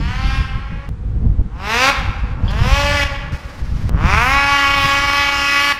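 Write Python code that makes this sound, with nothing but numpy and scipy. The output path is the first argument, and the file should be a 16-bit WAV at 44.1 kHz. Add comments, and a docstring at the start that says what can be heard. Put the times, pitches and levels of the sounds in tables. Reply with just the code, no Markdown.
"""A two-stroke snowmobile revs four times far out on a snowy field; two hard cuts break the sound.
Each time the engine grows louder and climbs in pitch until the clutch holds its speed.
Its exhaust pulses ring the pipe, flutter through moving air and echo from houses and tree lines.
In the last, long run the track sprays snow and the belt and track whine.
Wind buffets the microphone over a quiet hush, soft rustles and a brief faraway drone."""
import sys
import numpy as np
from scipy import signal
from scipy.fft import rfft, irfft, next_fast_len
from scipy.io import wavfile
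from scipy.ndimage import uniform_filter1d, map_coordinates

SR = 44100
rng = np.random.default_rng(int(sys.argv[2]) if len(sys.argv) > 2 else 0)


def put_to_file(sound):
    """Save the sound as 16-bit audio at rate SR, in the file named by the first command-line argument."""
    columns = np.atleast_2d(sound).T  # one column per channel
    safe = np.clip(columns, -1, 1)
    whole_steps = np.round(safe * 32767)
    wavfile.write(sys.argv[1], SR, whole_steps.astype(np.int16))


N = 255471
T = np.arange(N) / SR
CRUISE_HZ = 280  # firings a second near full speed

# The exhaust has four bands, from low to high: boom, bark, snarl and rasp.
# each pull of the throttle: (open [s], shut [s], first firing rate [Hz], climb [Hz/s], swell time [s],
# swell size [dB], boom [dB], bark [dB], snarl [dB], rasp [dB])
THROTTLE_PULLS = [(-.12, 0.863, 193.7, 245.9, 0.26, 13.5, -39.5, -32.5, -32, -39),
                  (1.48, 1.9, 145.9, 327.6, 0.27, 53, -19.5, -17.5, -17.5, -23.5),
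                  (2.368, 3.037, 145.9, 368, .37, 32, -25.5, -22, -21.5, -28.5),
                  (3.9, 5.724, 109.9, 400.7, 0.24, 33.5, -28, -15.5, -19, -29)]
# one value for each band, boom to rasp:
BAND_SWELL = [.35, .65, 1, 1.05]  # how much of the swell it takes (share [ratio])
EASE_OFF = [-6, -10.5, -13.5, -19.5]  # as the rider eases off (level change [dB])
APPROACH = [-2, -4, 0.26, 1]  # the sled brightens as it comes closer (level change [dB/s])
# speed the clutch holds, in the short pulls and the long run: (time [s], firing rate [Hz])
HELD_SHORT = [(.24, 265), (.35, 269), (.5, 264), (.62, 274), (.89, 281), (1.9, 292), (2.85, 286),
              (2.93, 290), (3.05, 281)]
HELD_LONG = [(4.35, 280.3), (4.518, 282.5), (4.648, 278.9), (4.764, 280.3), (4.818, 277.4), (5.21, 283.9),
             (5.376, 280.6), (5.714, 285.2), (5.73, 278.8)]
# tone of the exhaust pipe in each pull: (frequency [Hz], level [dB])
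PIPE_1 = [(150, 0), (280, -16), (560, -13), (800, 0.5), (1100, -0.5), (1400, -3.5), (1750, -4), (2250, -3),
          (2650, -7), (3100, -8), (3800, -18), (5200, -18), (8000, -35), (12000, -40), (16000, -58)]
PIPE_2 = [(150, 1), (280, -10), (560, 0.5), (850, -2.5), (1250, -3), (1600, -7.5), (2200, -4.5), (2680, -5),
          (3100, -10), (3900, -11), (5200, -11.5), (7800, -26), (9500, -33.5), (12000, -30), (16000, -43)]
PIPE_3 = [(150, -12), (280, -14.5), (560, -1), (850, 3.5), (1130, 3), (1400, -4.5), (1750, -2.5),
          (2250, -2), (2700, -1), (3150, -4.5), (3900, -8), (5200, -6.5), (8500, -26), (12000, -27),
          (16000, -37)]
PIPE_4 = [(150, -24), (280, -13), (560, -13), (850, -7), (1130, -4), (1400, -6.5), (1750, -6.5), (2250, -3),
          (2650, -5), (3100, -11), (3800, -18), (5300, -16), (8000, -34.5), (12000, -37), (16000, -44.5)]
# echoes off houses and tree lines: (delay [s], relative level [dB], pitch drop from motion [ratio])
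WALL_ECHOES = [(.05, -15, .004), (.105, -13, .022), (.17, -20, .025), (.22, -23, .03), (.31, -27, .015),
               (.43, -30, .03)]
# how long sound lingers in the trees: (frequency [Hz], time to fade by 60 dB [s])
TREE_FADE = [(200, 3.9), (900, 2.73), (2500, 1.25), (5000, 0.75), (12000, 0.2)]
# tone of the echoes, wind, hush, rustles and flying snow: (frequency [Hz], level [dB])
ECHO_TONE = [(150, -3), (550, -3), (820, 1), (1400, 2), (3000, 1), (6000, -3), (15000, -4.5)]
WIND_TONE = [(12, -4), (25, -7), (48, 3), (95, -4), (160, -11.5), (240, -20.5), (350, -31.5), (600, -40),
             (1500, -59), (4000, -100)]
HUSH_TONE = [(240, -7), (400, -15), (460, -19.5), (496, -5.5), (579, -41), (730, -18), (1290, -21),
             (9180, -48.5), (16000, -72)]
RUSTLE_TONE = [(500, 4), (1500, 11), (3500, 0), (5200, 0.5), (8000, -12), (12500, -16.5), (16000, -25)]
SNOW_TONE = [(2500, -28), (5000, -7), (8000, -13), (12500, -9), (16000, -21)]
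# tone of the belt's chirp: (frequency [Hz], level [dB])
CHIRP_TONE = [(2000, -30), (3000, -9), (3300, 11), (3700, -16), (5000, -4), (6500, -61)]
# strength of the breeze: (time [s], level [dB])
BREEZE = [(0, -16.5), (1.0, -26), (1.25, -13.5), (1.55, -25), (1.9, -32), (2.02, -22), (2.2, -25.5),
          (2.4, -18.5), (2.7, -17), (2.87, -20), (3.2, -23), (3.52, -35.5), (3.62, -20), (4.12, -12.5),
          (4.6, -33), (4.76, -25.5), (5.05, -29), (5.55, -31), (5.79, -43)]
# the strongest swirls of air: (time [s], peak level [dB])
SWIRLS = [(.25, -12), (.415, -13.5), (1.164, -14.5), (1.31, -15), (1.407, -8.5), (2.09, -16), (2.243, -12),
          (2.619, -9.5), (2.73, -8.5), (3.335, -15), (4.05, -16.5), (4.85, -18)]
# sudden jumps in the sound: (time [s], click level [dB])
HARD_CUTS = [(.891, -19.5), (3.894, -10.5)]
# soft rustles: (start [s], end [s], level [dB])
RUSTLE_SPANS = [(2.507, 2.518, -34.5), (3.322, 3.377, -37), (3.384, 3.617, -41.5), (3.618, 3.9, -42)]
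# snow flung up by the track: (time [s], peak level [dB])
SNOW_SPRAYS = [(4.27, -39.5), (4.85, -41), (5.15, -50), (5.66, -37.5)]
# notes of the belt and track: (frequency [Hz], level [dB])
WHINE_NOTES = [(345, -45), (1238, -31.5), (2470, -44), (3065, -34)]


def amp(db):
    """Turn decibels into a number to multiply by."""
    return 10 ** (np.asarray(db) / 20)


def unit(x):
    """Scale x to an average strength (rms) of 1."""
    return x / np.sqrt(np.mean(x ** 2) + 1e-20)


def steady(x, size=2600):
    """Hold the strength of x near 1 over every stretch of size samples."""
    return x / np.sqrt(np.abs(uniform_filter1d(x ** 2, size)) + 1e-12)


def along(points, hz):
    """Read a (frequency, value) table at hz, with octaves evenly spaced."""
    freqs, values = np.transpose(points)
    return np.interp(np.log(hz + 1), np.log(freqs + 1), values)


def curve(rows, t):
    """Read a (time, value) table at the times t."""
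    return np.interp(t, *np.transpose(rows))


def wobble(rate, t):
    """A smooth random curve with rate new values a second."""
    return map_coordinates(rng.standard_normal(4096), [t * rate], mode="wrap")


def gate(t, start, end, edge):
    """1 from start to end, fading over edge seconds on each side."""
    return np.clip((t - start) / edge + 1, 0, 1) * np.clip((end - t) / edge + 1, 0, 1)


def humps(rows, half_width_s):
    """A smooth rise and fall for each (time, level) row."""
    return sum(amp(db) * np.exp(-.5 * ((T - s) / half_width_s) ** 2) for s, db in rows)


def coloured(x, gain):
    """Turn each frequency of x up or down by gain(hz)."""
    size = 2 * next_fast_len(len(x) // 2 + 4096)
    cepstrum = irfft(np.log(np.maximum(gain(np.fft.rfftfreq(size, 1 / SR)), 1e-6)))
    # make the filter ring only after a sound, never before it
    cepstrum[1:size // 2] *= 2
    cepstrum[size // 2 + 1:] = 0
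    return irfft(rfft(x, size) * np.exp(rfft(cepstrum)))[:len(x)]


def noise(tone):
    """Noise of strength 1, shaped by a tone table."""
    return unit(coloured(rng.standard_normal(N), lambda hz: amp(along(tone, hz))))


def below(hz, edge_hz):
    """Near 1 below edge_hz, falling steeply above it."""
    return 1 / np.sqrt(1 + (hz / edge_hz) ** 16)


def pulses(at, sizes, count):
    """Sharp pulses that can land between samples."""
    taps = np.floor(at).astype(int)[:, None] + np.arange(-7, 9)
    offset = taps - at[:, None]
    shape = np.sinc(offset) * np.cos(np.pi * offset / 16) ** 2
    return np.bincount(np.clip(taps, 0, count - 1).ravel(), (sizes[:, None] * shape).ravel(), count)


def firing_rate(t, start, first_hz, climb_hz_per_s, softness_hz=9):
    """The engine gains speed steadily, then levels off as the clutch holds it."""
    free = first_hz + climb_hz_per_s * np.maximum(t - start, 0)
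    held = curve([*HELD_SHORT, *HELD_LONG], t)
    return held - softness_hz * np.logaddexp(0, (held - free) / softness_hz)


def blunted(x, spread=2.22):
    """Pipe and hood delay each frequency by its own small amount, which blunts the pulses."""
    size = next_fast_len(len(x) + 4096)
    hz = np.fft.rfftfreq(size, 1 / SR)
    return irfft(rfft(x, size) * np.exp(1j * spread * wobble(1 / 450, hz)), size)[:len(x)]


def firings(t, rate, jitter_s=.000005, uneven=0.044, scatter_db=1.38):
    """Each firing gives a bang and a puff of gas; a two-stroke is more ragged at low speed."""
    turns = np.cumsum(rate * (1 + .0012 * wobble(30, t))) / SR
    firing = np.arange(1, int(turns[-1]))
    due = np.interp(firing, turns, np.arange(len(t)))
    ragged = rng.standard_normal((2000, 2))[firing] * (CRUISE_HZ / rate[due.astype(int), None]) ** .5
    sizes = (1 + uneven * (-1) ** firing) * amp(scatter_db * ragged[:, 1])
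    bangs = pulses(due + jitter_s * SR * ragged[:, 0], sizes, len(t))
    bangs = steady(blunted(bangs))
    puffs = unit(np.exp(-(turns % 1) / .9) * rng.standard_normal(len(t)))
    return bangs, puffs * (CRUISE_HZ / rate) ** 1.2


def band_levels(t, start, swell_s, swell_db, rate, full_db, boom_db_per_octave):
    """Each band's level in dB: it swells as the throttle opens, treble most, and grows with speed."""
    still_to_swell = np.clip(1 - (t - start) / swell_s, 0, 1) ** 1.387  # fast at first, then creeping
    surge_db = 0.82 * wobble(14, t)
    effort_db = surge_db - swell_db * still_to_swell
    octaves = np.log2(rate / CRUISE_HZ)
    db_per_octave = 4.5 + np.array([boom_db_per_octave, 0, 0, 0])
    return np.array(full_db)[:, None] + np.outer(BAND_SWELL, effort_db) + np.outer(db_per_octave, octaves)


def exhaust(t, pull, pipe, ring, gas, rasp_gas, bounce_db, boom_db_per_octave, change_db=0):
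    """One pull of the throttle: bangs and puffs pass through the pipe and out over the snow."""
    start, shut, first_hz, climb, swell_s, swell_db, *full_db = pull
    rate = firing_rate(t, start, first_hz, climb)
    bangs, puffs = firings(t, rate)
    # near full speed the pipe sings at about four times the firing rate
    in_tune = np.clip((rate - 245) / 30, 0, 1)
    bangs = bangs + ring * in_tune * coloured(bangs, lambda hz: 1 / np.hypot(1, (hz - 1130) / 60))
    edges_hz = [20, 700, 1550, 3500, 20000]
    gas_shares = [0, gas / 2, gas, rasp_gas]  # higher bands hold more rushing gas
    levels = band_levels(t, start, swell_s, swell_db, rate, full_db, boom_db_per_octave) + change_db
    voice = 0
    for low, high, share, db in zip(edges_hz, edges_hz[1:], gas_shares, levels):
        band = coloured(bangs + share * puffs,
                        lambda hz: amp(along(pipe, hz)) * below(low, hz + 1) * below(hz, high))
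        voice = voice + amp(db) * steady(band)
    return snow_bounce(flutter(voice) * gate(t, start, shut, edge=0.0062), bounce_db)


def flutter(x, depth_db=2.2):
    """Moving air makes patches of the sound swell and fade, the bass least."""
    hz, _, spectrum = signal.stft(x, SR, nperseg=512)
    patches = uniform_filter1d(rng.standard_normal(spectrum.shape), size=5, axis=0)
    patches = unit(uniform_filter1d(patches, size=22, axis=1))
    depth = depth_db * np.minimum(hz / 1600, 1)[:, None]
    return signal.istft(spectrum * amp(depth * patches), nperseg=512)[1][:len(x)]


def snow_bounce(x, level_db, count=6):
    """Mounds of snow send weak copies a little late, along slowly changing paths."""
    n = np.arange(len(x))
    delays_s = [delay + .00012 * wobble(3, n / SR) for delay in rng.uniform(.006, .04, count)]
    copies = sum(map_coordinates(x, [n - delay * SR], order=3) for delay in delays_s)
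    return (x + amp(level_db) * copies / np.sqrt(count)) / np.sqrt(1 + amp(level_db) ** 2)


def trees(x):
    """Countless branches scatter the sound into a blur that dies away, treble first."""
    hz, t, spectrum = signal.stft(x, SR, nperseg=1024)
    decay = amp(-120 * t / along(TREE_FADE, hz)[:, None]) * (1 - np.exp(-t / 0.0025))
    decay /= decay.sum(axis=1, keepdims=True)
    energy = signal.fftconvolve(np.abs(spectrum) ** 2, decay, axes=1)[:, :len(t)]
    scramble = signal.stft(rng.standard_normal(len(x)), nperseg=1024)[2]
    return signal.istft(np.sqrt(np.abs(energy)) * scramble / np.std(scramble), nperseg=1024)[1][:len(x)]


def echoes(x, walls_db, trees_db):
    """The field's edges send back echoes, lowered in pitch by the sled's motion; trees add a tail."""
    n = np.arange(len(x))
    centre = np.sum(n * x ** 2) / np.sum(x ** 2)
    answer = amp(trees_db) * trees(x)
    for delay, db, drop in WALL_ECHOES:
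        copy = map_coordinates(x, [n - delay * SR - drop * (n - centre)], order=3)
        answer += amp(db + walls_db) * snow_bounce(copy, level_db=-4, count=2)
    return coloured(answer, lambda hz: amp(along(ECHO_TONE, hz)))


def snowmobile():
    """Four pulls of the throttle in three stretches; each cut ends the echoes before it."""
    t1, t2, t3 = np.split(T, [int(s * SR) for s, _ in HARD_CUTS])
    far, near = dict(gas=.4, rasp_gas=1.1), dict(gas=.34, rasp_gas=.85)
    easing = np.outer(EASE_OFF, np.clip((t1 - 0.37) / 0.263, 0, 1))  # from halfway through pull one
    approach = np.outer(APPROACH, np.maximum(t3 - 4.06, 0))
    # the bark flares as the engine comes into tune with the pipe, then settles
    approach[1] += 3.5 * np.exp(-.5 * ((t3 - 4.43) / 0.0933) ** 2)
    first = exhaust(t1, THROTTLE_PULLS[0], PIPE_1, ring=0.2, bounce_db=-6.5,
                    boom_db_per_octave=17, change_db=easing, **far)
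    second = exhaust(t2, THROTTLE_PULLS[1], PIPE_2, ring=0.082, bounce_db=-7.5,
                     boom_db_per_octave=17, **near)
    second += exhaust(t2, THROTTLE_PULLS[2], PIPE_3, ring=0.043, bounce_db=-6.5,
                      boom_db_per_octave=8, **far)
    third = exhaust(t3, THROTTLE_PULLS[3], PIPE_4, ring=1.15, bounce_db=-13,
                    boom_db_per_octave=-3, change_db=approach, **near)
    # the nearer the sled, the weaker its echoes beside the direct sound
    first += echoes(first, walls_db=2, trees_db=-8.5)
    second += echoes(second, walls_db=0.5, trees_db=-11.5)
    third += echoes(third, walls_db=-6, trees_db=-13)
    return np.concatenate([first, second, third])


def wind(lumps_db=3):
    """The breeze buffets the microphone in uneven lumps; a strong swirl passes as one thump."""
    breeze = amp(curve(BREEZE, T) + lumps_db * wobble(26, T))
    thumps = humps(SWIRLS, half_width_s=0.013)
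    return np.hypot(breeze, thumps) * steady(noise(WIND_TONE), size=4000)


def hush():
    """The steady, distant hush of the open field."""
    return amp(-42) * noise(HUSH_TONE)


def clicks(settle_s=0.0042):
    """The pressure jumps at each cut and settles: a click."""
    return sum(amp(db) * (T >= s) * np.exp(-np.abs(T - s) / settle_s) for s, db in HARD_CUTS)


def drone():
    """A faint, wavering note from far away."""
    hz = 455 * (1 + 0.0192 * wobble(19, T))
    return amp(-50) * np.sin(2 * np.pi * np.cumsum(hz) / SR) * gate(T, .92, 1.52, edge=.04)


def chirp():
    """A short, high squeal of the belt as the clutch takes hold in the third pull."""
    return amp(-33) * noise(CHIRP_TONE) * gate(T, 2.481, 2.515, edge=.003)


def rustles():
    """Soft bursts of noise whose level flickers."""
    bursts = sum(amp(db) * gate(T, start, end, edge=0.0033) for start, end, db in RUSTLE_SPANS)
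    return bursts * amp(1.3 * wobble(40, T)) * noise(RUSTLE_TONE)


def snow_spray():
    """Loose snow hisses off the track in short sprays."""
    return humps(SNOW_SPRAYS, half_width_s=0.06) * noise(SNOW_TONE)


def whine():
    """Belt and track whine, creeping up in pitch, once the sled runs flat out."""
    speed = 1 + .008 * (T - 5.2) + .004 * wobble(25, T)
    travel = np.cumsum(speed) / SR
    notes = sum(amp(db + 0.63 * wobble(23, T)) * np.sqrt(2) * np.sin(2 * np.pi * hz * travel)
                for hz, db in WHINE_NOTES)
    return notes * gate(T, 4.6, 5.72, edge=.03)


def scene():
    """Everything at one microphone."""
    sled = snowmobile() + whine() + chirp() + snow_spray()
    return (sled + wind() + hush() + drone() + rustles() + clicks())[None]


def record(dry, top_hz=15850):
    """Round off the highest peaks and keep nothing above top_hz."""
    rounded = dry / (1 + np.abs(dry) ** 8) ** (1 / 8)
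    size = next_fast_len(N + 8192)
    kept = np.fft.rfftfreq(size, 1 / SR) < top_hz
    return irfft(rfft(rounded, size) * kept, size)[..., :N]


dry = scene()
out = record(dry)
put_to_file(out)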